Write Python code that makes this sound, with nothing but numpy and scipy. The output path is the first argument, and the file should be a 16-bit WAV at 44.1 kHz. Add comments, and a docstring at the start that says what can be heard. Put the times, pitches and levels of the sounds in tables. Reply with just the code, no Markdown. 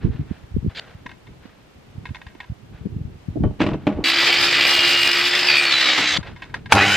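"""Outdoors beside a sliding mitre saw: low rumble and wind puffs on two microphone ports, a faint hush and a pip.
Wood rubs and scrapes, metal parts tick and a board knocks on a ringing saw table: friction noise and struck modes.
The saw enters already running, cuts through the board and coasts, ending abruptly while it still turns; its noise
and partials follow the armature. Then the trigger snaps and the motor spins up under a buzz of current pulses."""
import sys
import numpy as np
from scipy import signal
from scipy.fft import rfft, irfft, next_fast_len
from scipy.io import wavfile
from scipy.ndimage import uniform_filter1d, map_coordinates

SR = 44100
rng = np.random.default_rng(int(sys.argv[2]) if len(sys.argv) > 2 else 0)


def wrap_up_sound(samples):
    """Save the sound to the file named by the first command line argument, as 16-bit audio."""
    columns = np.atleast_2d(samples).T
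    # keep every value between -1 and 1, then stretch to whole-number steps
    tamed = np.clip(columns, -1, 1)
    steps = np.round(tamed * 32767).astype(np.int16)
    wavfile.write(sys.argv[1], SR, steps)


N = 307288  # samples


def undb(db):
    """Level: a decibel value as an amplitude ratio."""
    return np.exp(np.asarray(db) * np.log(10) / 20)


def unit(x):
    """Normalisation: scale a signal to an rms value of one."""
    return x / np.sqrt(np.mean(x ** 2))


def lift(hz, resonances):
    """Resonance: summed gain in dB of bell-shaped (f/Hz, width/Hz, lift/dB) peaks."""
    return sum(d / (1 + (2 * (hz - c) / w) ** 2) for c, w, d in resonances)


def colour(x, points, lifts=(), lo_hz=1, hi_hz=SR / 2):
    """Linear filtering: shape by (f/Hz, level/dB) points and resonances, between two band edges."""
    size = next_fast_len(x.shape[-1])
    f = np.maximum(np.arange(size // 2 + 1) * SR / size, 1)
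    hz, db = np.transpose(points)
    gain_db = np.interp(np.log(f), np.log(hz), db) + lift(f, lifts)
    edges = 1 / np.sqrt((1 + (lo_hz / f) ** 16) * (1 + (f / hi_hz) ** 16))
    return irfft(rfft(x, size) * undb(gain_db) * edges, size)[..., :x.shape[-1]]


def curve(table):
    """Interpolation: table columns on the sample grid, and a gate open while the table lasts."""
    s, *columns = np.transpose(table)
    t = np.arange(N) / SR
    gate = uniform_filter1d(1. * ((t >= s[0]) & (t <= s[-1])), size=88)
    return [np.interp(t, s, c) for c in columns], gate


def walk(rate):
    """Random modulation: levels held 1 / rate s and slewed twice; spread near 1."""
    k = int(SR / rate)
    held = np.repeat(rng.standard_normal(N // k + 1), k)
    return 1.33 * uniform_filter1d(uniform_filter1d(held, k), k)[:N]


def swell(spans):
    """Resonance crossing: lift in dB over (from, to, start dB, end dB) spans with soft edges."""
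    t = np.arange(N) / SR
    lifts = (((t > a) & (t < b)) * np.interp(t, [a, b], [a_db, b_db]) for a, b, a_db, b_db in spans)
    return uniform_filter1d(sum(lifts), size=600)


def rasp(turns, renew_rate):
    """Cyclic repetition: a noise pattern recurs every turn and slowly renews itself."""
    patterns = rng.standard_normal((int(N / SR * renew_rate) + 2, 700))
    where = [np.arange(N) / SR * renew_rate, turns % 1 * 699]
    return unit(map_coordinates(patterns, where, order=1))


def tone(hz, db, waver_db, waver_rad, rate=40):
    """Amplitude and phase modulation: a sine partial whose size and phase waver."""
    phase = 2 * np.pi * np.cumsum(hz) / SR + waver_rad * walk(rate)
    return np.sqrt(2) * undb(db + waver_db * walk(rate)) * np.sin(phase)


def roar(db, low_db, sizzle_db, top_db, source, spectrum, lifts, patchy_db):
    """Source and resonator: fan air, brushes and teeth as rough noise ringing the housing, each band flickering."""
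    rough = source * undb(1.0 * walk(300))
    ranges = [  # band edges/Hz, share/dB
        ([30, 420], -22 + .6 * low_db),
        ([420, 750, 1200], low_db),
        ([1200, 1700, 2200, 2700, 3400, 4300, 5200, 6000], 0),
        ([6000, 7800, 10500], sizzle_db),
        ([10500, 16000], top_db)]
    out = 0
    for edges, share_db in ranges:
        parts = (colour(rough, spectrum, lifts, lo, hi) * undb(patchy_db * walk(45))
                 for lo, hi in zip(edges, edges[1:]))
        out = out + unit(sum(parts)) * undb(share_db)
    return undb(db) * out


def blows(events, modes, push_s, click, tail, crack_hz, crack_share, dull_hz, soften, rise_s=1e-4):
    """Modal excitation: a click and a short rough push drive the modes, with a brighter crack and rattling tail."""
    out, t = np.zeros(N + SR), np.arange(SR // 3) / SR
    for s, db, treble_db, t60 in events:
        noise = rng.standard_normal((2, len(t)))
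        fade = np.exp(-np.log(1000) * t / max(t60, .01))
        # loose parts chatter in the tail
        chatter = undb(5 * np.repeat(rng.standard_normal(len(t) // 150 + 1), 150)[:len(t)])
        push = click * (t == 0) + noise[0] * (np.exp(-t / push_s) + tail * fade * chatter)
        ring = 0
        for hz, width, mode_db in modes:
            mode = signal.lfilter(*signal.iirpeak(hz, hz / width, SR), push)
            ring = ring + undb(mode_db) / np.sqrt(width) * mode
        crack_band = signal.butter(3, crack_hz, "band", fs=SR, output="sos")
        crack = signal.sosfilt(crack_band, noise[1] * chatter * fade ** (1 / crack_share))
        hit = ring / np.abs(ring).max() + undb(treble_db) * crack / np.abs(crack).max()
        hit = hit * (1 - np.exp(-(t + 1 / SR) / rise_s))
        # softer contact, duller sound
        dull = signal.butter(2, dull_hz * undb(soften * treble_db), fs=SR, output="sos")
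        out[int(s * SR):][:len(t)] += undb(db) * signal.sosfilt(dull, hit)
    return out[:N]


# low rumble, rising and falling: wind, and thumps under the knocks: t/s, level/dB
RUMBLE_LEVEL = [(0.0, -42), (0.06, -21), (0.31, -44), (1.15, -45), (1.8, -53), (2.0, -42.5), (2.55, -51),
                (2.95, -32.5), (3.1, -40), (3.3, -46.5), (3.46, -13.5), (3.57, -46), (3.62, -16.5),
                (3.84, -33), (3.9, -31), (4.0, -27), (4.06, -48.5), (4.6, -38.5), (5.9, -54.5), (6.19, -30),
                (6.4, -43), (6.66, -35.5), (6.97, -63)]
# rumble spectrum: f/Hz, relative level/dB
RUMBLE_SPECTRUM = [(12, -47), (20, 8), (75, 0.5), (123, 1), (183, -3.5), (273, -10.5), (461, -16.5),
                   (532, -40), (900, -37), (1170, -63), (1980, -120)]
# wind puffs: t/s, nominal level/dB, starting f/Hz, left minus right level/dB
PUFFS = [(0.043, -9.5, 144, -7.5), (0.08, -24, 73, 15), (0.096, -11, 97, -6), (0.129, -25, 94, -1),
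         (0.148, -20, 124, 5), (0.192, -12.5, 145, 2), (0.207, -14, 132, -2), (0.304, -19.5, 83, -9),
         (0.309, -17, 226, -7), (0.433, -27.5, 90, -1), (0.51, -24, 86, -3), (0.54, -13.5, 73, 12),
         (0.563, -15, 223, -15.5), (0.575, -12.5, 75, 9), (0.625, -20.5, 129, 3), (0.644, -14, 181, 0),
         (0.66, -12.5, 204, -2), (0.673, -8.5, 105, 2), (0.947, -26.5, 101, 1), (1.055, -30, 290, 9),
         (1.452, -34, 273, -7), (1.951, -30, 135, 5), (1.977, -21.5, 110, -3), (2.087, -24, 87, 0),
         (2.106, -17.5, 114, -6), (2.262, -27.5, 73.4, 0), (2.35, -36.5, 350, -5), (2.496, -16.5, 92, 2),
         (2.516, -23, 123, -11), (2.741, -28, 73, -2), (2.808, -26, 116, 4), (2.854, -16.5, 209, 8),
         (2.865, -17.5, 219, -4), (2.919, -21.5, 98, -5), (2.96, -14.5, 121, 0), (3.007, -16, 117, -3),
         (3.046, -18.5, 88, 5), (3.071, -23, 112, -2), (3.281, -15, 151, 2), (3.296, -17, 84.6, -2),
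         (3.356, -20.5, 330, -9), (3.362, -22.5, 376, -3), (3.369, -17.5, 358, 16), (3.376, -22, 340, -2),
         (3.402, -12, 170, -3), (3.422, -14, 170, 3), (3.458, -28, 170, 2.5), (3.499, -17, 106, -2),
         (6.183, -21, 183, 15), (6.206, -26.5, 114, -3)]
# difference between the ports in rumble and puffs: f/Hz, side minus mid level/dB
WIND_SIDE = [(30, -16), (60, -23), (110, -8.5), (200, -4.5), (380, -1), (900, -9)]
PUFF_TURNS, PUFF_SETTLE_S = 0.75, 0.0064  # time scale of a puff: some swings and a little more


def rumble_and_puffs():
    """Turbulence: low noise rises and falls and eddies burst on the ports, the lowest bass most alike in both."""
    (db,), _ = curve(RUMBLE_LEVEL)
    uneven = rng.standard_normal((2, N)) * undb(3.16 * walk(25.14))
    out = unit(colour(uneven, RUMBLE_SPECTRUM)) * undb(db)
    t = np.arange(SR // 8) / SR
    lean_db = np.zeros(N)
    for s, puff_db, hz, pan_db in PUFFS:
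        u = t / (PUFF_TURNS / hz + PUFF_SETTLE_S)
        turns = hz * t * (1 - 0.1 * u) + rng.random((2, 1))  # swings that slow down
        flutter = np.sin(2 * np.pi * 1.986 * turns) * np.exp(-u)  # quicker, at the start
        swing = np.sin(2 * np.pi * turns) + 0.41 * flutter
        envelope = 3.67 * u ** 1.32 * np.exp(-2.5 * u ** 2)
        out[:, int(s * SR):][:, :len(t)] += undb(puff_db) * envelope * swing
        lean_db[int(s * SR):][:len(t)] = pan_db / 2
    lean_db = uniform_filter1d(lean_db, size=400)
    side = colour(out[1], WIND_SIDE)
    return np.array([out[0] + side, out[0] - side]) * undb([lean_db, -lean_db])


# distant hush spectrum: f/Hz, relative level/dB
HUSH_SPECTRUM = [(120, -32.5), (200, -2), (545, -5.5), (690, -7), (784, -7.5), (1070, -11), (2960, -16),
                 (10400, -33), (12300, -44), (13400, -31), (15500, -66)]
HUSH_DB = -52  # before ducking
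PIP_HZ, PIP_RATE_HZ, PIP_DB = 13020, 25.05, -76.5  # a faint high tone that throbs


def yard(near):
    """Diffuse field and gain reduction: hush unrelated left and right, and a pip, both ducking after loud sounds."""
    hush = unit(colour(rng.standard_normal((2, N)), HUSH_SPECTRUM)) * undb(HUSH_DB + walk(6.3))
    t = np.arange(N) / SR
    throb = uniform_filter1d(1. * (np.sin(2 * np.pi * PIP_RATE_HZ * t + 2.9) > -.2), size=200)
    pip = np.sin(2 * np.pi * PIP_HZ * t) * throb
    hold = np.exp(-1 / (.35 * SR))  # power is averaged over .35 s
    loud = signal.lfilter([1 - hold], [1, -hold], near.mean(axis=0) ** 2)
    return (hush + undb(PIP_DB) * pip) * (1 + loud / undb(-50.0)) ** -.25


# pushes of wood on the table: t/s, peak level/dB, rise/s
RUBS = [(0, -46.5, 0.029), (.11, -48, 0.04), (.26, -53, 0.057), (.69, -47.5, 0.018), (.79, -47.5, 0.053),
        (1.4, -53.5, 0.055), (2.38, -55, 0.038), (2.72, -52.5, 0.038), (3.591, -32.5, 0.023),
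        (3.79, -53, 0.037), (3.87, -57, 0.1), (6.169, -38.5, 0.017), (6.23, -40.5, 0.031),
        (6.4, -52, 0.056), (6.539, -37.5, 0.012), (6.691, -31, 0.049)]
# rubbing spectrum: f/Hz, relative level/dB
RUB_SPECTRUM = [(290, -11), (500, 1.5), (990, -2.5), (1270, -2), (1440, 0.5), (1910, -2), (3940, -11.5),
                (5900, -26.5), (14000, -57)]
# a bright scrape, cut off abruptly: t/s, level/dB
SCRAPE = [(.748, -42), (.768, -34.5), (.778, -30), (.791, -36), (.795, -26.5), (.7985, -21)]
# scrape spectrum: f/Hz, relative level/dB
SCRAPE_SPECTRUM = [(300, -10), (700, -3.5), (1150, -11), (1500, 0.5), (2500, -1.5), (3300, 2), (4600, -1),
                   (5800, -22), (7000, -19), (10000, -40), (15000, -42)]


def rubbing():
    """Friction: grainy noise of wood on the saw table, each push swelling and dying away, and the scrape."""
    noise = rng.standard_normal((2, N))
    (scrape_db,), scraping = curve(SCRAPE)
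    pushes = 0
    for s, db, rise in RUBS:
        u = np.maximum(np.arange(N) / SR - s, 0) / rise
        pushes = pushes + undb(db) * u * np.exp(1 - u)
    rub = unit(colour(noise[0] * undb(2.0 * walk(150)), RUB_SPECTRUM)) * pushes
    scrape = unit(colour(noise[1] * undb(2 * walk(500)), SCRAPE_SPECTRUM))
    return rub + scrape * undb(scrape_db) * scraping


# metal ticks: t/s, level/dB, 60 dB decay of the tail/s
TICKS = [(1.061, -21, 0.14), (1.092, -24.5, 0.086), (1.113, -27.5, 0.12), (1.268, -33.5, 0.09),
         (2.054, -18.5, 0.11), (2.089, -31, 0.08), (2.146, -22.5, 0.16), (2.215, -25, 0.082),
         (2.265, -24, 0.2), (2.349, -33.5, 0.084), (2.402, -18.5, 0.12), (2.441, -31, 0.047),
         (3.799, -39, 0.087), (6.228, -22, 0.16), (6.269, -25, 0.11), (6.312, -37, 0.08),
         (6.361, -29, 0.39), (6.42, -20, 0.14), (6.439, -36, 0.08), (6.498, -33, 0.073),
         (6.541, -8.5, 0.021), (6.658, -20.5, 0.072), (6.687, -43, 0.07)]
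# modes of the metal parts: f/Hz, width/Hz, relative level/dB
METAL_MODES = [(1010, 110, 16.5), (1653, 99, 18.5), (1880, 75, 17), (2130, 110, 18), (2550, 190, 16),
               (3040, 140, 8.5), (3490, 190, 14), (3880, 310, -3)]


def metal_ticks():
    """Impact: small metal parts ring in their own modes."""
    treble_db = -17
    events = [(s, db, treble_db, t60) for s, db, t60 in TICKS]
    return blows(events, METAL_MODES, push_s=0.0034, click=2.5, tail=0.3, crack_hz=[2800, 5200],
                 crack_share=0.16, dull_hz=3060, soften=0, rise_s=.0015)


# board knocks and bounces: t/s, level/dB, treble share level/dB, table ring level/dB
KNOCKS = [(3.437, -6.5, -30.5, -4), (3.456, -18, -34, -12), (3.604, -3.5, -11.5, -15),
          (3.615, -9.5, -3, -16), (3.64, -12, -16, -1), (3.665, -11, -9, 4), (3.679, -16, -40, 2),
          (3.706, -25, -7.5, -12), (3.715, -15, -25, -4), (3.733, -26, -2.5, -12), (3.742, -13, -22.5, -18),
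          (3.869, -2.5, -13, -5.5), (3.874, -6, -21, -3), (3.891, -19, -15, 0), (3.897, -29, -25, -5),
          (3.923, -24, -10, 1), (3.946, -26, -30, -2), (3.964, -34, -7, -1), (3.974, -18, -33, -5),
          (3.988, -14, -34, -9), (4.004, -18.5, -29, -3), (4.023, -25, -28, -10), (5.977, -14, 6.5, -20)]
# modes of the board: f/Hz, width/Hz, relative level/dB
BOARD_MODES = [(141, 32, 11), (204, 50, 23), (293, 66, 29.5), (456, 24, -5), (600, 110, 6.5),
               (813, 18, 8.5), (855, 59, -14), (1230, 80, -3), (1430, 67, -1), (1900, 70, -7),
               (2140, 440, 11.5), (2530, 130, 8)]


def board_knocks():
    """Impact: the board is knocked against the fence and bounces; less treble means a softer, duller contact."""
    decay_s = 0.3
    events = [(*knock[:3], decay_s) for knock in KNOCKS]
    return blows(events, BOARD_MODES, push_s=0.0071, click=7.3, tail=0.23, crack_hz=[700, 3500],
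                 crack_share=0.22, dull_hz=4300, soften=0.44)


# modes of the metal saw table: f/Hz, level re knock plus ring/dB, 60 dB decay/s
TABLE_MODES = [(204.6, -17.5, 0.35), (610, -19.5, 0.27), (1130, -29.5, 0.24), (1467, -33, .2),
               (1830, -35, .1), (3100, -44, 0.26), (3030, -40, .25)]


def table_ring():
    """Free vibration: every knock leaves the saw table ringing in decaying sines."""
    t, out = np.arange(SR // 2) / SR, np.zeros(N + SR)
    for s, knock_db, _, ring_db in KNOCKS:
        spot_db = 1.5 * rng.standard_normal(len(TABLE_MODES))  # each knock lands on another spot
        ring = 0
        for (hz, mode_db, t60), d in zip(TABLE_MODES, spot_db):
            decay = np.exp(-np.log(1000) * t / t60)
            ring = ring + undb(knock_db + ring_db + mode_db + d) * np.sin(2 * np.pi * hz * t) * decay
        out[int(s * SR):][:len(t)] += ring
    return out[:N] * undb(3 * np.tanh(walk(83)))  # the loose board chatters on the table


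# gear rattle bands: multiple of the armature speed, width/Hz, relative level/dB
RATTLE = [(7, 260, -4), (14, 330, 1)]


def gear_rattle(turns, shake):
    """Backlash: phase noise broadens the mesh partials, flaring with blade wobble and drive beats."""
    out = 0
    for multiple, width_hz, db in RATTLE:
        flare = np.exp(1.5 * shake) * undb(2 * np.tanh(walk(36)))
        slow = signal.lfilter(*signal.butter(2, width_hz / 2, fs=SR), rng.standard_normal((2, N)))
        phase = 2 * np.pi * np.round(multiple) * turns + np.arctan2(*slow)
        out = out + undb(db) * unit(flare) * np.sqrt(2) * np.sin(phase)
    return undb(-29) * out


# running saw: t/s, roar level/dB
RUN = [(4.04, -22.5), (4.07, -16.5), (4.13, -20.5), (4.23, -16), (4.45, -18), (4.66, -17.5), (4.79, -18),
       (5.09, -20.5), (5.2, -19.5), (5.35, -19), (5.47, -18.5), (5.7, -20.5), (5.92, -18), (6.05, -20),
       (6.178, -20.5)]
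# armature speed: t/s, f/Hz
SPEED = [(4.04, 328), (4.1, 333.5), (4.2, 340.5), (4.27, 345.5), (4.45, 347.6), (4.66, 347.5),
         (4.79, 345.7), (5.09, 345.9), (5.2, 349.8), (5.35, 356.7), (5.49, 358), (5.61, 346), (5.79, 329),
         (5.91, 318.3), (6.09, 303.2), (6.178, 296.3)]
# t/s at which the teeth touch the wood, bite fully, start to break through, run free
CUT_S = [4.452, 4.75, 5.05, 5.3]
# roar spectrum: f/Hz, relative level/dB
ROAR_SPECTRUM = [(24, -57), (40, -14), (136, 45), (273, 24), (350, 3.5), (387, -4.5), (522, -5.5),
                 (999, -6), (2450, 4), (4690, -8.5), (6490, -27.5), (8330, -38.5), (10200, -66),
                 (12400, -57.5), (15500, -64)]
# housing resonances: f/Hz, width/Hz, lift level/dB
HOUSING = [(1978, 51, 3.5), (2040, 37, 1), (2430, 610, -4), (3203, 24, 5.5), (3522, 54, 6),
           (3785, 110, 2.5), (4540, 130, 3.5), (5270, 91, 2.5), (6900, 73, 9)]
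# partials by name: free-running level/dB, then lifts in the cut, in the jolt and while coasting, each level/dB
PARTIALS = {"unbalance": (-35, 0, 4, -4), "mesh": (-33.5, 7.5, 17.5, 2), "slots": (-46, 13, 0, 2.5),
            "sideband": (-48.5, -8, 2, 9), "mesh x2": (-48, 6, 12, 0), "mesh x3": (-45.5, 0, -12, 1),
            "bars": (-51.5, 4, 2, -2)}
# frequency of each named partial as a multiple of the armature speed
MULTIPLES = {"unbalance": 1, "mesh": 7, "teeth": 40 * 7 / 34, "slots": 12, "sideband": 13, "mesh x2": 14,
             "mesh x3": 21, "bars": 24}
# partials crossing housing resonances: from t/s, to t/s, lift at start level/dB, lift at end level/dB
SINGS = {"mesh": [(5.53, 5.76, 7, 6), (5.86, 5.92, 11, 8)], "slots": [(4.03, 4.27, 20, 14),
         (5.72, 5.96, 23, 14.5)], "sideband": [(5.48, 5.6, 17.5, 12.5), (5.65, 5.75, 13, 9),
         (5.81, 5.87, 11, 6), (5.93, 6.05, 6, 9), (6.065, 6.19, 14.5, 6)],
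         "mesh x3": [(6.05, 6.14, 10, 13)], "bars": [(5.57, 5.66, 10, 10), (5.81, 5.87, 5, 4),
         (6.07, 6.19, 9, 11)]}
# bite of the teeth in the wood: t/s, level/dB
BITE = [(4.45, -52), (4.57, -28), (4.68, -27), (4.78, -21), (4.97, -20.5), (5.1, -22.5), (5.2, -29),
        (5.3, -34)]
BLADE_TURNS, TEETH, MAINS_HZ = 7 / 34, 40, 50  # blade turns per armature turn; teeth; mains
POWER_OFF_S, JOLT_S = 5.48, .16  # the gears slap over when the power drops and settle in this time
LOW_DB, SIZZLE_DB, TOP_DB = -14, -23, -25  # shares of the roar, the last two before cut and coast


def saw():
    """Rotating machinery: the cut and run-down, with roar and partials locked to the armature."""
    ((roar_db,), gate), ((hz,), _) = curve(RUN), curve(SPEED)
    t, turns = np.arange(N) / SR, np.cumsum(hz) / SR
    blade = BLADE_TURNS * turns
    load = np.interp(t, CUT_S, [0, 1, 1, 0])
    coast_s = np.maximum(t - POWER_OFF_S, 0)
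    coasting = t >= POWER_OFF_S
    jolt = coasting * np.exp(-coast_s / JOLT_S)
    wobble = np.sin(2 * np.pi * blade + 0.32 * walk(3.04))  # the blade runs slightly out of true
    # while powered: a slow gear beat every seven armature turns, and torque pulses at twice the mains
    drive = np.sin(2 * np.pi * turns / 7) + 0.23 * np.sin(4 * np.pi * MAINS_HZ * t)
    drive = (t < POWER_OFF_S) * drive
    throb = 1 + 0.047 * np.sin(2 * np.pi * turns) + 0.022 * wobble + 0.025 * drive
    source = (rng.standard_normal(N) + .8 * rasp(blade, 11.0)) * throb
    # a fixed roughness pattern, one level per tooth, repeats every blade turn
    roughness_db = 2.5 * rng.standard_normal(TEETH)
    source = source * undb(roughness_db[(TEETH * blade).astype(int) % TEETH])
    # the unloaded gears beat deeper with the blade
    mesh_beat = 0.48 + np.where(coasting, .75, 0.44) * wobble + 1.03 * drive
    whine = 0
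    for name, (db, cut_db, jolt_db, coast_db) in PARTIALS.items():
        partial_hz = MULTIPLES[name] * hz
        db = db + cut_db * load + jolt_db * jolt + coasting * coast_db
        if name in SINGS:
            db = db + swell(SINGS[name])
        if "mesh" in name:
            whine = whine + tone(partial_hz, db, waver_db=1.5, waver_rad=.5) * mesh_beat
        else:
            whine = whine + tone(partial_hz, db, waver_db=1.6, waver_rad=.4) * (1 + .4 * wobble)
    (bite_db,), biting = curve(BITE)
    bite = biting * tone(MULTIPLES["teeth"] * hz, bite_db, 0.39, .2, 25.2)
    rattle = ~coasting * gear_rattle(turns, 0.31 * wobble + 0.63 * drive)
    # coasting, the sizzle gains and the top loses 13 dB per s in their shares
    sizzle_db = SIZZLE_DB + 13 * coast_s
    top_db = TOP_DB + 4 * load - 13 * coast_s
    rush = roar(roar_db + 2 * jolt, LOW_DB, sizzle_db, top_db, source, ROAR_SPECTRUM, HOUSING, 1.87)
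    return gate * (rush + whine + bite + rattle)


# trigger snap, with a faint noise leading into it: t/s, level/dB, treble share level/dB, 60 dB decay of the tail/s
SNAP = [(6.706, -28, -28, 0.04), (6.714, -18, 13.5, 0.52), (6.722, 15.5, -37, 0.039)]
# modes of the trigger: f/Hz, width/Hz, relative level/dB
TRIGGER_MODES = [(880, 190, 4), (1385, 200, 8), (2360, 450, 6), (3200, 510, -14)]


def trigger_snap():
    """Impact: the trigger snap rings its modes, with a faint noise leading into it."""
    return blows(SNAP, TRIGGER_MODES, push_s=0.0042, click=8.8, tail=0.42, crack_hz=[3500, 14000],
                 crack_share=1.0, dull_hz=3800, soften=0)


# spin-up: t/s, roar level/dB, slot whine level/dB
SPIN = [(6.735, -31, -47), (6.77, -19.5, -30), (6.79, -18.5, -39), (6.802, -19, -33), (6.81, -18, -18),
        (6.825, -16, -17.5), (6.84, -18.5, -17), (6.852, -18, -23), (6.865, -18, -36), (6.89, -17, -44),
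        (6.91, -18.5, -24), (6.968, -16.5, -23)]
# spin-up armature speed: t/s, f/Hz
SPIN_SPEED = [(6.735, 39), (6.77, 62), (6.79, 125), (6.81, 157), (6.826, 161), (6.84, 179), (6.852, 184),
              (6.89, 228), (6.91, 247), (6.968, 258)]
# current buzz: f/Hz, relative level/dB
BUZZ = [(100, 4.5), (200, 2), (300, -2), (400, -12), (500, -28), (600, -8), (700, -11), (800, 0),
        (900, -13), (1100, -14), (1200, -5), (1300, -20)]
# resonance met by the lower octave of the slot whine: f/Hz, width/Hz, lift level/dB
HALF_SINGS = [(1460, 290, 23)]
# starting roar spectrum: f/Hz, relative level/dB
START_SPECTRUM = [(24, -65), (40, -37), (96, -24), (136, 47), (461, -14.5), (779, -14), (927, -18),
                  (2110, 0), (6990, -25), (10200, -37), (11000, -49), (14100, -16), (15500, -95)]
# housing resonances at the start: f/Hz, width/Hz, lift level/dB
START_HOUSING = [(825, 150, 5.5), (1550, 390, 6.5), (2500, 110, 6), (2950, 440, 8), (3930, 260, 10),
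                 (4870, 400, 9), (6960, 230, 4)]


def spin_up():
    """Electromagnetic forcing: inrush current buzzes at twice the mains rate and chops the climbing whine."""
    ((roar_db, slots_db), gate), ((hz,), _) = curve(SPIN), curve(SPIN_SPEED)
    t = np.arange(N) / SR
    pulse_hz = 2 * MAINS_HZ
    throb = 1 + 0.12 * np.sin(2 * np.pi * pulse_hz * t)
    buzz_db = -28 - 49 * np.maximum(t - SPIN[0][0], 0)  # fades by 49 dB per s
    buzz = sum(tone(np.full(N, f), buzz_db + db, 2.2, .45, 60) for f, db in BUZZ)
    whine = tone(12 * hz, slots_db, 1.5, .5, 100)  # twelve slots a turn
    half = tone(6 * hz, -49 + lift(6 * hz, HALF_SINGS), 2.5, .9, 120)
    # once a blade turn, sharper on the lower octave
    beat = 1 + .4 * np.sin(2 * np.pi * BLADE_TURNS * np.cumsum(hz * gate) / SR + 0.92)
    growl = 0.9 * rasp(pulse_hz * t, 25.0)  # repeats with each current pulse
    source = (rng.standard_normal(N) + growl) * throb
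    # the roar brightens with speed
    low_db, sizzle_db, top_db = 12 - 0.0881 * hz, -30 + 0.0591 * hz, -42
    rush = roar(roar_db, low_db, sizzle_db, top_db, source, START_SPECTRUM, START_HOUSING, 0.57)
    return gate * (rush + buzz + throb * (beat * whine + beat ** 3 * half))


def ports(mono, side_db):
    """Reflection: nearby surfaces send a smeared copy that differs between the two ports."""
    smear = rng.standard_normal(2048) * np.exp(-np.arange(2048) / 500)
    copy = signal.fftconvolve(mono, smear / np.linalg.norm(smear))[:N]
    side = colour(copy, side_db) * (1 + .6 * walk(60))
    return mono + side * np.array([[1], [-1]])


# difference between the ports for the motor and trigger: f/Hz, side minus mid level/dB
SAW_SIDE = [(60, -7), (110, -46), (200, -47), (380, -42), (700, -31.5), (1290, -46), (2380, -24.5),
            (4400, -9.5), (8120, -1.5), (11000, 8.5), (15000, -22)]
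# the same for the board and saw table: f/Hz, side minus mid level/dB
KNOCK_SIDE = [(60, -13), (110, -19), (200, -25), (380, -31), (700, -30), (1290, -16), (2380, -17.5),
              (4400, -2), (8120, 1), (15000, 7)]
# the same for ticks and rubbing: f/Hz, side minus mid level/dB
NEAR_SIDE = [(60, 13), (110, -6), (200, -34), (380, -41), (700, -28), (1290, -22), (2380, -22.5),
             (4400, -5), (8120, 4), (15000, 8)]


def scene():
    """Superposition: the near sources reach the ports and add to rumble, puffs and yard."""
    near = ports(metal_ticks() + rubbing(), NEAR_SIDE)
    near = near + ports(board_knocks() + table_ring(), KNOCK_SIDE)
    near = near + ports(saw() + trigger_snap() + spin_up(), SAW_SIDE)
    return near + rumble_and_puffs() + yard(near)


def record(dry):
    """Band limiting and clipping: the microphone drops the deepest bass, the loudest peaks clip, the top is cut."""
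    dry = signal.sosfilt(signal.butter(2, 55, "high", fs=SR, output="sos"), dry)
    low_pass = signal.ellip(8, .2, 70, 15700, fs=SR, output="sos")
    return signal.sosfilt(low_pass, np.clip(dry, -.92, .92))


dry = scene()
out = record(dry)
wrap_up_sound(out)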